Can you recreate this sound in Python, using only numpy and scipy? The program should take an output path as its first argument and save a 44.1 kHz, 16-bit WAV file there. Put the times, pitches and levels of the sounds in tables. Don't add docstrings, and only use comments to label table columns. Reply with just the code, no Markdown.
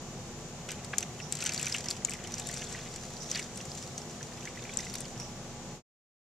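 import sys
import numpy as np
from scipy import signal
from scipy.fft import rfft, irfft, next_fast_len
from scipy.io import wavfile
from scipy.ndimage import map_coordinates

SR = 44100
rng = np.random.default_rng(int(sys.argv[2]) if len(sys.argv) > 2 else 0)


def convert_level_to_amplitude(level_db):
    exponent = np.asarray(level_db, float) / 20
    return 10 ** exponent


def dump(signal):
    limited = np.clip(np.atleast_2d(signal).T, -1, 1)
    pcm = np.round(limited * 32767).astype(np.int16)
    wavfile.write(sys.argv[1], SR, pcm)


N = 280343

# (time [s], flow level [dB], trapped air level [dB])
POUR = [(0.685, -52.5, 16.5), (0.8, -65.5, 0.5), (1.29, -61, -3), (1.42, -49.5, 8.5), (1.75, -38.5, -3.5),
        (2.0, -60.5, -1), (2.22, -56, 5.5), (2.48, -40, -6.5), (2.72, -39, -4.5), (2.87, -45.5, -5),
        (3.2, -48.5, -29), (3.36, -34.5, -3), (3.5, -51.5, -10.5), (3.7, -45, -27), (3.95, -50.5, -17),
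        (4.45, -54.5, 0), (4.95, -42.5, -13), (5.3, -62.5, -4)]
# (frequency [Hz], level [dB per Hz])
FOIL_SLAP = [(700, -37), (1400, -6), (2600, -2.5), (3500, -4), (4600, -3), (7000, -7.5), (12000, -5)]


def along(points, hz):
    f, v = np.transpose(points)
    return np.interp(np.log(hz + 1), np.log(f + 1), v)


def wobble(rate):
    knots = rng.standard_normal(int(N * rate / SR) + 4)
    return map_coordinates(knots, [np.arange(N) * rate / SR])


def filtered(x, response):
    m = next_fast_len(N + 8192)
    hz = np.fft.rfftfreq(m, 1 / SR)
    return irfft(rfft(x, m) * response(hz), m)[..., :N]


def port(hz):
    # (resonance [Hz], width [Hz], roll-off [Hz])
    cavities = [(7250, 1140, 18000), (6074, 780, 7800)]
    left_late_s = 27e-6
    left, right = [c * c / (c * c - hz * hz + 1j * hz * width) / (1 + 1j * hz / top) ** 2
                   for c, width, top in cavities]
    return np.array([left * np.exp(-2j * np.pi * hz * left_late_s), right])


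def at_source(db, hz):
    return db - 10 * np.log10(np.mean(np.abs(port(hz)) ** 2, 0))


def rush(gain):
    # (frequency [Hz], correlation [1])
    likeness = [(60, 0.82), (130, 0.98), (290, 0.95), (640, 0.92), (1410, 0.76), (3100, 0.04),
                (6820, 0.028), (15000, 0.06)]

    def turn(hz):
        return np.arccos(np.clip(along(likeness, hz), -1, 1)) / 2

    noise = rng.standard_normal((2, N))
    mid, side = filtered(noise, lambda hz: gain(hz) * [np.cos(turn(hz)), np.sin(turn(hz))])
    pair = np.array([mid + side, mid - side])
    return pair / pair.std()


def hiss(gain, apart):
    shared, *own = filtered(rng.standard_normal((3, N)), gain)
    pair = shared + apart * np.array(own)
    return pair / pair.std()


def puffs(s, db, t60, attack, size=2048):
    t = np.arange(size) / SR
    blows = np.bincount((s * SR).astype(int), convert_level_to_amplitude(db), N)
    return signal.fftconvolve(blows, convert_level_to_amplitude(-60 * t / t60) * (1 - np.exp(-t / attack)))[:N]


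def bubbles(s, db, hz, t60, rise, attack, size=1024):
    s, db, hz, t60, rise = [np.ravel(v)[:, None] for v in np.broadcast_arrays(s, db, hz, t60, rise)]
    t = np.arange(size) / SR
    t60 = np.clip(t60, 1e-3, 1)
    turns = hz * t * (1 + rise * np.minimum(t / t60, 1) / 2)
    tone = convert_level_to_amplitude(db - 60 * t / t60) * (1 - np.exp(-t / attack)) * np.sin(2 * np.pi * turns)
    tone = tone * np.hanning(2 * size)[size:]
    at = (s * SR).astype(int) + np.arange(size)
    return np.bincount(at.ravel(), tone.ravel(), N + size)[:N]


def cluster(s, db, hz, t60, scatter, spread_s, attack, count=3):
    s, db, hz, t60 = [np.reshape(v, (-1, 1)) for v in (s, db, hz, t60)]
    late, pitch, weak, rise = rng.random((len(s), 4, count)).transpose(1, 0, 2)
    late[:, 0], pitch[:, 0], weak[:, 0] = 0, .5, -.5
    near_hz = hz * np.exp(scatter * (2 * pitch - 1))
    return bubbles(s + spread_s * late, db - 8 * weak, near_hz, t60, 0.23 * rise, attack)


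def in_tin(s, db, hz, t60, scatter, spread_s, attack, echo_db, echo_s):
    direct = cluster(s, db, hz, t60, scatter, spread_s, attack)
    echo = [cluster(s + spread_s, db + echo_db, hz, 2 * t60, 2 * scatter, echo_s, attack) for _ in range(2)]
    return direct + np.array(echo)


def scattered(count):
    at, size, *draws = rng.random((count, 4)).T
    s, flow_db, air_db = np.transpose(POUR)
    at = s[0] + at * (s[-1] - s[0])
    return at, np.interp(at, s, flow_db), np.interp(at, s, air_db), -np.log(size + .05), *draws


def workshop():
    # (frequency [Hz], level [dB per Hz])
    fan_rumble = [(24, -38.5), (40, -12.5), (70, -6.5), (142, 1), (210, -5.5), (240, -9), (278, -12.5),
                  (350, -12), (388, -13.5), (411, -8), (840, -13.5), (903, -19), (1300, -23), (1690, -45),
                  (2860, -120)]
    # (frequency [Hz], width [Hz], gain [dB])
    duct_modes = [(146, 9.9, 3.5), (198, 12, 5.5), (362.5, 15, 8.5), (396, 20, 3.5), (508.5, 7.5, 6.5),
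                  (703, 7.2, 8), (748, 37, 4), (840, 7.3, 11), (968, 8.5, 11), (1150, 4, 15.5)]
    # (frequency [Hz], level [dB per Hz])
    far_air = [(700, -31), (1000, -0.5), (1600, -3), (3000, -4.5), (5000, -9.5), (7000, -14), (8500, -12.5),
               (11000, -15.5), (15000, -11.5)]
    low_hum = {1: -65, 2: -57.5, 2.829: -64}
    high_buzz = {39: -82, 50: -83, 51: -81, 52: -84.5, 53: -82, 55: -80, 56: -78.5, 57: -81, 58: -75.5, 59:
                 -81, 60: -81.5}
    mains_hz, motor_hz = 120.04, 28.23
    t = np.arange(N) / SR

    def ducts(hz):
        return 1 + sum((convert_level_to_amplitude(db) - 1) / (1 + (2 * (hz - c) / w) ** 2) for c, w, db in duct_modes)

    rumble = convert_level_to_amplitude(-45.0 + 0.16 * wobble(2.7)) * rush(lambda hz: convert_level_to_amplitude(along(fan_rumble, hz)) * ducts(hz))
    far = convert_level_to_amplitude(-52) * rush(lambda hz: convert_level_to_amplitude(along(far_air, hz)) * (hz > 600))
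    slip = 2 * np.pi * (t - .03) / 2.65
    motor = 2 * np.pi * motor_hz * t
    beat = np.sin(motor) + .7 * np.sin(motor + slip)
    hum = 0
    for k, db in {**low_hum, **high_buzz}.items():
        between_ports = np.clip(k / 30, 0, 2) * rng.standard_normal((2, 1))
        phase = 2 * np.pi * rng.random() + between_ports + 0.16 * wobble(3.0)
        level = convert_level_to_amplitude(db + 5.5 + 1.1 * wobble(4.5))
        hum = hum + level * np.sin(2 * np.pi * k * mains_hz * t + phase)
    return rumble + far + convert_level_to_amplitude([[-60.5], [-57]]) * beat + hum


def froth(level_db, centre_hz, scatter, cycles, clump_db, size_db, count):
    s, pitch, size, rise = rng.random((count, 4)).T
    s = POUR[0][0] + s * (POUR[-1][0] - POUR[0][0])
    hz = centre_hz * np.exp(scatter * (2 * pitch - 1))
    clump = clump_db * wobble(45)[(s * SR).astype(int)]
    db = np.interp(s, np.transpose(POUR)[0], level_db) + clump - size_db * np.log(size)
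    return bubbles(s, db, hz, cycles / hz, 0.16 * rise, attack=0.00067, size=512)


def stream():
    s, fizz_db, air_db = np.transpose(POUR)
    gurgle_db = fizz_db + air_db

    def flow(db):
        return np.interp(np.arange(N) / SR, s, db, -120, -120)

    flicker = 2 * wobble(30) + 3.5 * wobble(140)
    bright = hiss(lambda f: convert_level_to_amplitude(along(FOIL_SLAP, f)) / (1 + (3600 / (f + 1)) ** 4), apart=0.59)
    wash = convert_level_to_amplitude(flow(fizz_db) - 12.5 + flicker) * bright
    dull = hiss(lambda f: convert_level_to_amplitude(along(FOIL_SLAP, f)) / (1 + (f / 3500) ** 6), apart=.3)
    slosh = convert_level_to_amplitude(flow(gurgle_db) - 12.5 + 6.2 * wobble(40)) * dull
    fizz = froth(fizz_db - 4.5, 6000, .6, cycles=40, clump_db=1.5, size_db=1.5, count=4000)
    gurgle = froth(gurgle_db - 3, 2250, .4, cycles=30, clump_db=2, size_db=1.5, count=1600)
    return wash + slosh + fizz + gurgle


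def burble():
    at, flow_db, air_db, size, pitch, _ = scattered(count=120)
    db = -43.5 + 0.48 * (flow_db + air_db + 48.5) + 3.9 * size
    return np.transpose([at, db, 1750 * 2.1 ** pitch])


def gulps():
    # (time [s], peak level [dB], pitch [Hz])
    pockets = [(0.6877, -30, 2960), (0.932, -30.5, 2520), (0.9345, -28.5, 1622), (0.936, -34.5, 1190),
               (1.0262, -28, 2710), (1.2001, -32.5, 2740), (1.4234, -37, 1370), (1.425, -27.5, 2560),
               (1.462, -23.5, 3080), (1.492, -26.5, 2500), (4.6515, -38.5, 2330), (1.5971, -31, 2510),
               (1.6708, -25, 2340), (0.9345, -40.5, 760), (1.7463, -19, 2840), (2.085, -31, 2230),
               (2.121, -32.5, 2480), (2.1392, -35.5, 2130), (2.2463, -34, 3000), (2.3965, -37, 2350),
               (2.4954, -34.5, 1830), (3.603, -34.5, 2840), (3.3485, -36, 2020), (3.3525, -29.5, 3120),
               (3.3938, -28, 2160), (4.4737, -32, 2130), (4.693, -34, 2200), (4.795, -35, 2000),
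               (4.8672, -35.5, 2010), (4.9518, -32, 3690)]
    s, db, hz = np.vstack([pockets, burble()]).T
    slow = dict(scatter=.18, spread_s=.003, attack=.001, echo_db=-12, echo_s=.008)
    ring = in_tin(s, db + 0.5, hz, 30 / hz, **slow)
    slosh = hiss(lambda f: convert_level_to_amplitude(along(FOIL_SLAP, f)) / (1 + (f / 3300) ** 6), apart=0.26)
    return ring + puffs(s, db - 10.5, t60=0.041, attack=0.0013) * slosh


def spatter():
    # (time [s], peak level [dB], pitch [Hz])
    more_splats = [(1.3884, -28, 7850), (1.404, -33.5, 4350), (1.451, -30.5, 5900), (1.4653, -22.5, 5870),
                   (1.52, -32, 4600), (1.6552, -29.5, 8000), (1.6944, -34.5, 5900), (1.7636, -26.5, 7500),
                   (1.8577, -30, 6100), (1.9095, -24, 4400), (2.0716, -37.5, 7140), (2.1158, -26, 7830),
                   (2.2725, -33, 6950), (2.352, -36.5, 7560), (2.5793, -30, 8100), (2.6186, -31, 6200),
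                   (2.7256, -26.5, 7860), (2.96, -24, 7480), (3.0514, -37.5, 6300), (3.2206, -33.5, 5900),
                   (3.3564, -26, 4500), (3.558, -31.5, 7800), (3.611, -34, 5720), (3.6534, -30.5, 7400),
                   (4.017, -37.5, 5400), (4.639, -34.5, 5940), (4.8036, -33.5, 4870), (4.8689, -45, 7740),
                   (4.9036, -48, 7160), (5.1763, -41.5, 5600)]
    spray_db = -22
    at, flow_db, _, size, pitch, fine = scattered(count=90)
    db = -39 + .9 * (flow_db + 46) + 1.6 * size
    small = np.transpose([at, db, 4600 * 1.75 ** pitch, spray_db + 16 * (fine - .5)])
    clear = np.pad(more_splats, ((0, 0), (0, 1)), constant_values=spray_db)
    return np.vstack([clear, small])


def splats():
    # (time [s], peak level [dB], pitch [Hz], spray level [dB])
    on_foil = [(0.6892, -27.5, 7100, -17), (0.706, -30.5, 6020, -18), (0.717, -24, 7700, -13.5),
               (0.8458, -29.5, 7760, -22), (0.982, -11, 6690, -13.5), (1.0055, -26.5, 7700, -12),
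               (1.0271, -25.5, 5960, -24), (1.3234, -14.5, 7720, -20), (1.352, -24, 7400, -17),
               (1.369, -33, 6600, -26), (1.4226, -23, 6200, -26), (1.4392, -30.5, 9600, -0.5),
               (1.461, -17, 7730, -22), (1.4735, -28, 7660, -24), (1.492, -22, 5750, -33),
               (1.535, -25.5, 7500, -10.5), (1.5445, -19.5, 6900, -28), (1.56, -33, 5660, -18.5),
               (1.5769, -27.5, 4420, -20.5), (1.5948, -26.5, 7140, -13.5), (1.613, -32, 7000, -4),
               (1.6281, -17, 7500, -24.5), (1.6667, -23, 5960, -26), (1.682, -34, 5800, -4),
               (1.724, -23.5, 4930, -23), (1.7418, -22.5, 7500, -18.5), (1.7825, -23, 7070, -35),
               (1.8848, -23.5, 5400, -40), (1.9029, -22, 7570, -12.5), (1.9656, -36, 7600, -27)]
    # (time [s], peak level [dB], pitch [Hz], spray level [dB])
    in_pool = [(2.0482, -11.5, 7040, -41.5), (2.095, -22, 7900, -24), (2.1068, -26.5, 6300, -15),
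               (2.1355, -19.5, 7600, -23), (2.2386, -24.5, 7600, -34), (2.3201, -30, 5800, -14.5),
               (2.3396, -24, 5770, -35), (2.397, -19.5, 7500, -20), (2.4703, -23, 7030, -12.5),
               (2.4887, -25, 7940, -17), (2.5123, -27, 6100, -14), (2.54, -25, 7900, -26),
               (2.9392, -27.5, 7250, -32), (3.3138, -17, 5890, -23.5), (3.348, -31.5, 4530, -15),
               (3.374, -27.5, 5830, -34), (3.393, -23.5, 8060, -21), (3.5736, -26, 9050, -21),
               (3.751, -34.5, 7500, -15.5), (3.9789, -24.5, 6420, -36), (4.2279, -29, 5770, -31),
               (4.4532, -28.5, 6160, -28), (4.736, -33, 7600, -31), (4.771, -27.5, 6350, -26),
               (4.788, -24, 5620, -28.5), (4.848, -30, 7440, -14.5), (4.939, -31, 4330, -4),
               (4.9537, -26.5, 5570, -8), (4.983, -30.5, 6300, -16.5), (5.005, -23, 8880, -18)]
    # (time [s], peak level [dB], pitch [Hz], spray level [dB])
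    last_drip = [
        (5.199, -29, 5600, -20.5),
    ]
    s, db, hz, spray_db = np.vstack([on_foil, in_pool, last_drip, spatter()]).T
    slap_db = -9.5 - 6.5 * np.log2(hz / 6000) - 0.43 * (db + 26.5)
    slap_db = slap_db - 3.5 * (s > on_foil[-1][0])
    quick = dict(scatter=.12, spread_s=.0015, attack=.001, echo_db=-17, echo_s=.006)
    ring = in_tin(s, at_source(db, hz) + 6.0, hz, 36 / hz, **quick)
    blow = puffs(s, db + slap_db + 9, t60=.011, attack=0.0017)
    foil_tail = puffs(s, db + slap_db - 9.5, t60=0.086, attack=.003)
    slap = (blow + foil_tail) * hiss(lambda f: convert_level_to_amplitude(along(FOIL_SLAP, f)), apart=0.1)
    mist = hiss(lambda f: 1 / (1 + (9500 / (f + 1)) ** 8) / (1 + (f / 13000) ** 4), apart=0.33)
    spray = puffs(s, db + spray_db + 20.5, t60=0.0081, attack=0.0018) * mist
    return ring + slap + spray * convert_level_to_amplitude([[0], [-6]])


def snaps():
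    # (time [s], peak level [dB])
    films = [
        (0.9827, -21),
        (2.0495, -22),
        (2.529, -29),
        (4.7722, -11.5),
        (5.017, -29),
    ]
    s, db = np.transpose(films)
    hz, t60 = np.full_like(s, 7500), np.full_like(s, .002)
    return cluster(s, at_source(db, 7500) + 3.5, hz, t60, scatter=0.27, spread_s=0.00052, attack=.0001)


def valve():
    # (time [s], level [dB])
    breaths = [
        (1.212, -52.5),
        (3.2, -51),
        (5.2, -50),
    ]
    s, db = np.transpose(breaths)
    jet = hiss(lambda f: 1 / (1 + ((f - 5500) / 600) ** 4), apart=1.6)
    return puffs(s, db, t60=0.38, attack=0.0068, size=20000) * jet * convert_level_to_amplitude([[-3], [0]])


def scene():
    return workshop() + stream() + gulps() + splats() + snaps() + valve()


def thinned(x):
    # (frequency [Hz], level [dB])
    weakest = [(7000, -20), (8500, -3), (10000, -1.2), (14200, -.5), (14400, 8)]
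    hz, _, z = signal.stft(x, SR, "cosine", nperseg=2048)
    band = np.arange(len(hz)) // 16
    starts = np.flatnonzero(np.diff(band, prepend=-1))
    power = np.add.reduceat(np.sum(np.abs(z) ** 2, 0), starts)
    usual = np.percentile(power, 35, axis=1, keepdims=True)
    kept = power[band] > usual[band] * convert_level_to_amplitude(along(weakest, hz))[:, None] ** 2
    return signal.istft(z * kept, SR, "cosine", nperseg=2048)[1][:, :N]


def band_limit(x):
    return signal.sosfilt(signal.butter(12, 15840, fs=SR, output="sos"), x)


def record(dry):
    # (start [s], end [s])
    fade_start, fade_end = (5.72, 5.825)
    heard = filtered(dry, port) + convert_level_to_amplitude(-62.0) * rng.standard_normal((2, N))
    limited = filtered(thinned(heard), lambda hz: np.where(hz < 14300, 1, convert_level_to_amplitude(-14)))
    left = np.clip((fade_end - np.arange(N) / SR) / (fade_end - fade_start), 0, 1)
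    return band_limit(limited * np.sin(np.pi / 2 * left) ** 1.4)


dry = scene()
out = record(dry)
dump(out)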